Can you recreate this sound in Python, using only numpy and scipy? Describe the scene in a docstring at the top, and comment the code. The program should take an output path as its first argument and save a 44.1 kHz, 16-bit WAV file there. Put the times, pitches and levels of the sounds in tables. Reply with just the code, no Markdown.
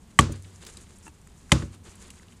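"""Axe blows in a quiet wood

Two axe blows hit a thin standing trunk a few metres away. Each is a short woody crack (fading tones
and noise), then a low thump of trunk and roots with a rebound, and noise scattered by the trees.
Around them dry leaves rustle (swelling noise full of tiny clicks) and snap (short noise bursts)
under shifting feet, and wood is faintly knocked. Below lie a low rumble, a hiss and a thin whine."""
import sys
import numpy as np
from scipy import signal
from scipy.fft import rfft, irfft, next_fast_len
from scipy.io import wavfile
from scipy.ndimage import map_coordinates

SR = 44100
rng = np.random.default_rng(int(sys.argv[2]) if len(sys.argv) > 2 else 0)


def amplitude_ratio(level_db):
    """Convert a level in decibels to the matching linear amplitude (field) ratio."""
    exponent = np.asarray(level_db, float) / 20
    return 10 ** exponent


def bounce(signal):
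    """Save signal as a 16-bit WAV file at the path given by the first command-line argument."""
    frames = np.transpose(np.atleast_2d(signal))
    limited = np.clip(frames, -1, 1)
    pcm = np.round(limited * 32767).astype(np.int16)
    wavfile.write(sys.argv[1], SR, pcm)


N = 105840  # length of the scene in samples (2.4 s)

# Colours of the distant rumble and the air hiss: (frequency [Hz], relative level [dB per Hz])
RUMBLE_COLOUR = [(12, -32), (20, 13), (38, -1.5), (71, 3), (119, -8), (195, -4.5), (251, -10.5),
                 (369, -19.5), (700, -32.5), (910, -30.5), (1540, -120)]
HISS_COLOUR = [(240, -44), (400, 2), (536, -6.5), (1010, -3), (1420, -8.5), (5190, -13.5), (9040, -12),
               (13100, -20), (14600, -14), (16000, -56)]
RUMBLE_DB, HISS_DB = -49, -63.5  # levels before the microphone
WHINE_HZ, WHINE_DB = 14100, -79  # a very narrow band of noise, level before the microphone

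# Feet shifting in the leaves:
# (time of peak [s], treble level [dB], lower part over the treble [dB], rise [s], fall [s])
SHIFTS = [(.14, -71, -2, 0.07, 0.076), (0.329, -59, 5.5, 0.024, 0.047), (.46, -61.5, -2, 0.032, 0.06),
          (.56, -65, -1.5, .03, 0.047), (0.634, -52.5, -1, 0.022, 0.018),
          (0.671, -50.5, -1.5, 0.011, 0.036), (0.779, -57.5, -2, 0.063, 0.077),
          (.94, -64, -3, 0.061, 0.062), (1.07, -56.5, -5.5, 0.038, 0.026), (1.40, -70, -5, 0.028, 0.093),
          (1.60, -53.5, -10, 0.088, 0.063), (1.745, -61.5, 3, 0.025, 0.014), (1.86, -58, 1, 0.016, 0.12),
          (2.025, -55, -1, 0.027, 0.072), (2.2, -62.5, -0.5, 0.075, 0.052), (2.31, -69, -1.5, 0.027, 0.055)]
# Colours of the treble and the lower part of the rustle: (frequency [Hz], relative level [dB per Hz])
LEAF_HIGH_COLOUR = [(2060, -8), (3500, -25), (5430, -3), (7040, 5), (9870, -0.5), (14500, -24),
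                    (15600, -47), (16000, -62)]
LEAF_LOW_COLOUR = [(210, -42), (350, -4.5), (624, -17), (1260, -14.5), (1490, -16), (5000, -19),
                   (6500, -68), (11000, -120)]
STIR_DB = -70  # the leaves between the shifts
GRAINS_PER_S, GRAIN_SPREAD_DB, GRAIN_DB = 1500, 2.5, -2  # average rate, spread, level over the noise

# Snaps of leaves and twigs:
# (time [s], relative level [dB], centre frequency [Hz], width [octaves], length [s])
SNAPS = [(0.209, -20, 7400, .5, .002), (0.321, -39, 7500, 1, 0.0064), (.423, -39.5, 8030, .9, .002),
         (.4443, -49.5, 2640, 0.95, 0.0091), (0.558, -45, 7000, 0.55, 0.0035),
         (0.649, -42, 5000, 2.2, 0.0045), (0.665, -39, 5000, 4.2, 0.0089),
         (0.7703, -36.5, 4320, 0.65, 0.003), (0.77, -37.5, 8300, 0.42, 0.0042),
         (0.8684, -50, 2360, 1.1, 0.0028), (.9846, -46.5, 9100, 0.46, 0.0033),
         (1.053, -51.5, 8000, 0.64, 0.0035), (1.080, -43.5, 9000, 0.56, 0.003),
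         (1.2714, -48, 1530, 0.94, 0.0033), (1.272, -48, 8450, .5, 0.0046), (1.5325, -23, 7000, .3, .002),
         (1.495, -46, 1500, .8, 0.0035), (1.62, -40, 1190, 1.8, 0.012), (1.722, -52, 7950, 0.51, 0.0028),
         (1.747, -51, 8780, .8, .004), (1.954, -46, 8300, .8, .005), (2.103, -39, 7250, 0.77, 0.0047),
         (2.1024, -44.5, 2800, 0.69, .006), (2.137, -50, 2000, 1.5, 0.0022),
         (2.1966, -49, 1700, 0.68, 0.0026), (2.231, -45.5, 1190, 1.7, 0.0029),
         (2.283, -47.5, 3500, 0.7, 0.0024), (2.322, -53, 2400, .6, 0.0075)]

# A faint double knock on wood, each contact: (time [s], level [dB])
KNOCKS = [(1.0657, -42.5), (1.069, -59), (1.078, -42.5), (1.0806, -48)]
# The tones that the knocked wood rings with: (frequency [Hz], level [dB], time to fade by 60 dB [s])
KNOCK_WOOD = [(294, -1, 0.075), (909, 0, 0.045), (1340, -4.5, 0.034), (1710, -2.5, 0.038),
              (2685, 1.5, 0.018)]

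# Axe blows: (time [s], level of the blow [dB], splinter noise over it [dB], thump over it [dB],
# delay of the rebound [s], rebound over the thump [dB])
BLOWS = [(.1888, -2.5, -2.5, -7.5, .106, -12), (1.5180, -3.5, 0, -7, .108, -14.5)]
# Tones of wood and blade at the cut: (frequency [Hz], level in first blow [dB],
# level in second blow [dB], rise [s], time to fade by 60 dB [s])
CUT_TONES = [(587, -19.5, -8.5, 0.0033, .06), (864, -11.5, -11.5, .003, .05),
             (1147, 7, -20.5, 0.0032, 0.029), (1935, 10, 0, 0.00069, 0.011),
             (2442, -5.5, -4.5, 0.0013, .016), (3114, -1.5, -2.5, 0.001385, 0.02),
             (4270, -19, -8.5, 0.0013, 0.012), (5840, -23.5, -23.5, 0.0018, 0.048),
             (6850, -19, -4.5, 0.0014, 0.017), (7750, 16, -9, .003, 0.0091),
             (8700, -2.5, -9.5, 0.0016, 0.016)]
# Tones of trunk and roots: (frequency [Hz], level in first blow [dB], level in second blow [dB],
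# time to fade by 60 dB [s])
TRUNK_TONES = [(68.3, -4.5, -3, 0.2), (94.83, -12.5, -14, 0.75), (134.8, -8, -4.5, .25),
               (169, -9.5, -3.5, 0.079), (229.3, -9, -11, .2), (316.6, -7.5, -6, 0.095),
               (394, -18.5, -17.5, 0.14), (566, -17, -17.5, 0.11)]
# Colour of the tearing fibres: (frequency [Hz], relative level [dB per Hz])
SPLINTER_COLOUR = [(290, -35.5), (500, -11), (649, -6.5), (1180, -2.5), (1440, -17), (1870, -4),
                   (2690, -11.5), (3110, -9), (5240, -18.5), (7860, -13.5), (9920, -15), (16000, -53.5)]
SPLINTER_RISE_S, SPLINTER_T60_S = 0.00074, 0.029
# How long the sound scattered by the trees lasts: (frequency [Hz], time to fade by 60 dB [s])
TREE_FADES = [(300, 0.21), (1000, 0.31), (3000, 0.32), (8000, 0.3), (14000, 0.14)]
# Colour of the scattered sound: (frequency [Hz], relative level [dB per Hz])
SCATTER_COLOUR = [(180, -16), (300, -2), (360, -2), (774, -19), (1170, -11), (1930, -20), (7440, -22),
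                  (13300, -37.5), (16000, -78.5)]
TREES_DB = -23  # over the blow
THUMP_LAG_S, THUMP_RISE_S = 0.0078, 0.0006
SHUDDER_DB, SHUDDER_T60_S = -19, 0.41  # level over the thump
PUSH_DB, PUSH_WIDTH_S = 4, 0.0013  # the trunk's first jolt, level over the thump

MIC_LOW_HZ, MIC_HIGH_HZ = 48, 11500


def unit(x):
    """Scale a sound to an rms (average strength) of 1."""
    return x / np.sqrt(np.mean(x ** 2) + 1e-20)


def along(points, hz):
    """Read a curve of (frequency [Hz], value) points, joined on a log frequency axis."""
    f, v = np.transpose(points)
    return np.interp(np.log(hz + 1), np.log(f + 1), v)


def coloured(x, spectrum):
    """Shape a sound with a (frequency [Hz], level [dB]) curve, then scale it to rms 1."""
    size = next_fast_len(len(x) + 4096)
    gain = amplitude_ratio(along(spectrum, np.fft.rfftfreq(size, 1 / SR)))
    return unit(irfft(rfft(x, size) * gain, size)[:len(x)])


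def noise(length, spectrum):
    """Steady noise of the given colour, rms 1."""
    return coloured(rng.standard_normal(length), spectrum)


def wobble(rate):
    """A smooth random curve with this many random points a second."""
    knots = rng.standard_normal(int(N * rate / SR) + 4)
    return map_coordinates(knots, [np.arange(N) * rate / SR])


def swell(t, rise, t60):
    """A loudness curve that rises, then fades by 60 dB every t60 seconds; silent before zero."""
    t = np.maximum(t, 0)
    return (1 - np.exp(-t / rise)) ** 2 * amplitude_ratio(-60 * t / t60)


def add(out, s, x):
    """Mix x into out, starting at s seconds."""
    part = out[round(s * SR):][:len(x)]
    part += x[:len(part)]


def forest():
    """The quiet wood: a slowly wavering distant rumble, air hiss and a thin high whine, all noise."""
    rumble = amplitude_ratio(RUMBLE_DB + 1.3 * wobble(3.4)) * noise(N, RUMBLE_COLOUR)
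    hiss = amplitude_ratio(HISS_DB) * noise(N, HISS_COLOUR)
    narrow = [(WHINE_HZ - 150, -60), (WHINE_HZ, 0), (WHINE_HZ + 150, -60)]
    whine = amplitude_ratio(WHINE_DB) * noise(N, narrow)
    return rumble + hiss + whine


def crackling_noise():
    """Smooth noise plus many tiny clicks of random strength, as from dry leaves rubbing."""
    clicks = (rng.random(N) < GRAINS_PER_S / SR) * rng.standard_normal(N)
    clicks = clicks * amplitude_ratio(GRAIN_SPREAD_DB * rng.exponential(size=N))
    return rng.standard_normal(N) + amplitude_ratio(GRAIN_DB) * unit(clicks)


def leaves():
    """Leaves rub and crackle: noise and clicks in two bands swell with each shift of the feet."""
    t = np.arange(N) / SR
    bumps = []
    for s, db, _, rise, fall in SHIFTS:
        width = np.where(t < s, rise, fall)
        bumps.append(amplitude_ratio(db) * np.exp(-((t - s) / width) ** 2))
    bumps = np.array(bumps)
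    lower = amplitude_ratio([row[2] for row in SHIFTS])
    high_level = (amplitude_ratio(STIR_DB) + bumps.sum(axis=0)) * amplitude_ratio(2.8 * wobble(64))
    low_level = (amplitude_ratio(STIR_DB) + lower @ bumps) * amplitude_ratio(1.5 * wobble(50))
    high = high_level * coloured(crackling_noise(), LEAF_HIGH_COLOUR)
    low = low_level * coloured(crackling_noise(), LEAF_LOW_COLOUR)
    return high + low


def snaps():
    """Leaves and twigs break suddenly: short noise bursts around a centre frequency."""
    out, t = np.zeros(N), np.arange(2048) / SR
    for s, db, hz, octaves, length in SNAPS:
        # one width away from the centre the noise is 12 dB weaker
        band = [(min(hz * 2 ** (octaves * u), 21000), -12 * u * u) for u in (-3, -2, -1, 0, 1, 2, 3)]
        shape = (1 - np.exp(-t / 0.0006)) * np.exp(-(t / length) ** 2)
        add(out, s, amplitude_ratio(db - 1.5) * noise(len(t), band) * shape)
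    return out


def knock():
    """Light contacts ring a small piece of wood: fading tones, each a little stronger or weaker."""
    out, t = np.zeros(N), np.arange(SR // 8) / SR
    for s, db in KNOCKS:
        for hz, level, t60 in KNOCK_WOOD:
            strength = amplitude_ratio(db + level + rng.normal(0, 2.1))
            add(out, s, strength * swell(t, 0.00034, t60) * np.sin(2 * np.pi * hz * t))
    return out


def crack(t, k, splinter_db):
    """The blade makes the cut ring in fading tones and tears fibres, a short burst of noise."""
    out = amplitude_ratio(splinter_db) * swell(t, SPLINTER_RISE_S, SPLINTER_T60_S) * noise(len(t), SPLINTER_COLOUR)
    for hz, *levels, rise, t60 in CUT_TONES:
        out -= amplitude_ratio(levels[k]) * swell(t, rise, t60) * np.sin(2 * np.pi * hz * t)
    return out


def thump(t, k, again_s, again_db):
    """Trunk and roots are jolted, ring in low tones, ring again on the rebound, and shudder as noise."""
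    # the jolt is a dip in pressure just before the trunk rings
    out = -amplitude_ratio(PUSH_DB) * np.exp(-((t - THUMP_LAG_S) / PUSH_WIDTH_S + 0.64) ** 2)
    for hz, *levels, t60 in TRUNK_TONES:
        for lag, gain_db in [(THUMP_LAG_S, 0), (again_s, again_db)]:
            ring = swell(t - lag, THUMP_RISE_S, t60) * np.sin(2 * np.pi * hz * (t - lag))
            out += amplitude_ratio(levels[k] + gain_db) * ring
    # the shudder takes its colour from the trunk tones
    low = [(30, -120)] + [(row[0], row[1 + k]) for row in TRUNK_TONES] + [(700, -31), (1500, -120)]
    return out + amplitude_ratio(SHUDDER_DB) * swell(t, 0.01, SHUDDER_T60_S) * noise(len(t), low)


def trees(t):
    """Trees scatter the crack into a tail: noise that fades at its own speed at each frequency."""
    hz, times, bands = signal.stft(noise(len(t), SCATTER_COLOUR), SR, nperseg=128)
    fade = amplitude_ratio(-60 * times / along(TREE_FADES, hz)[:, None])
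    tail = signal.istft(bands * fade, SR, nperseg=128)[1][:len(t)]
    return tail * (1 - np.exp(-t / 0.0013))


def axe():
    """Each blow is a crack at the cut, a thump of the trunk and a tail scattered by the trees."""
    out, t = np.zeros(N), np.arange(int(0.8 * SR)) / SR
    for k, (s, db, splinter_db, thump_db, again_s, again_db) in enumerate(BLOWS):
        blow = crack(t, k, splinter_db)
        blow = blow + amplitude_ratio(thump_db) * thump(t, k, again_s, again_db)
        blow = blow + amplitude_ratio(TREES_DB) * trees(t)
        add(out, s, amplitude_ratio(db) * blow)
    return out


def scene():
    """All sources added together at one microphone."""
    return (forest() + leaves() + snaps() + knock() + axe())[None]


def low_pass(x):
    """Removes everything above the highest recorded frequency."""
    return signal.sosfilt(signal.butter(12, 16520, fs=SR, output="sos"), x)


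def record(dry):
    """The microphone loses deep bass and top treble, and peaks are rounded off below full scale."""
    low_cut = signal.butter(N=2, Wn=MIC_LOW_HZ, btype="high", fs=SR, output="sos")
    high_cut = signal.butter(N=2, Wn=MIC_HIGH_HZ, fs=SR, output="sos")
    heard = signal.sosfilt(high_cut, signal.sosfilt(low_cut, dry))
    mix = heard / (1 + np.abs(heard) ** 6) ** (1 / 6)
    return low_pass(mix)


dry = scene()
out = record(dry)
bounce(out)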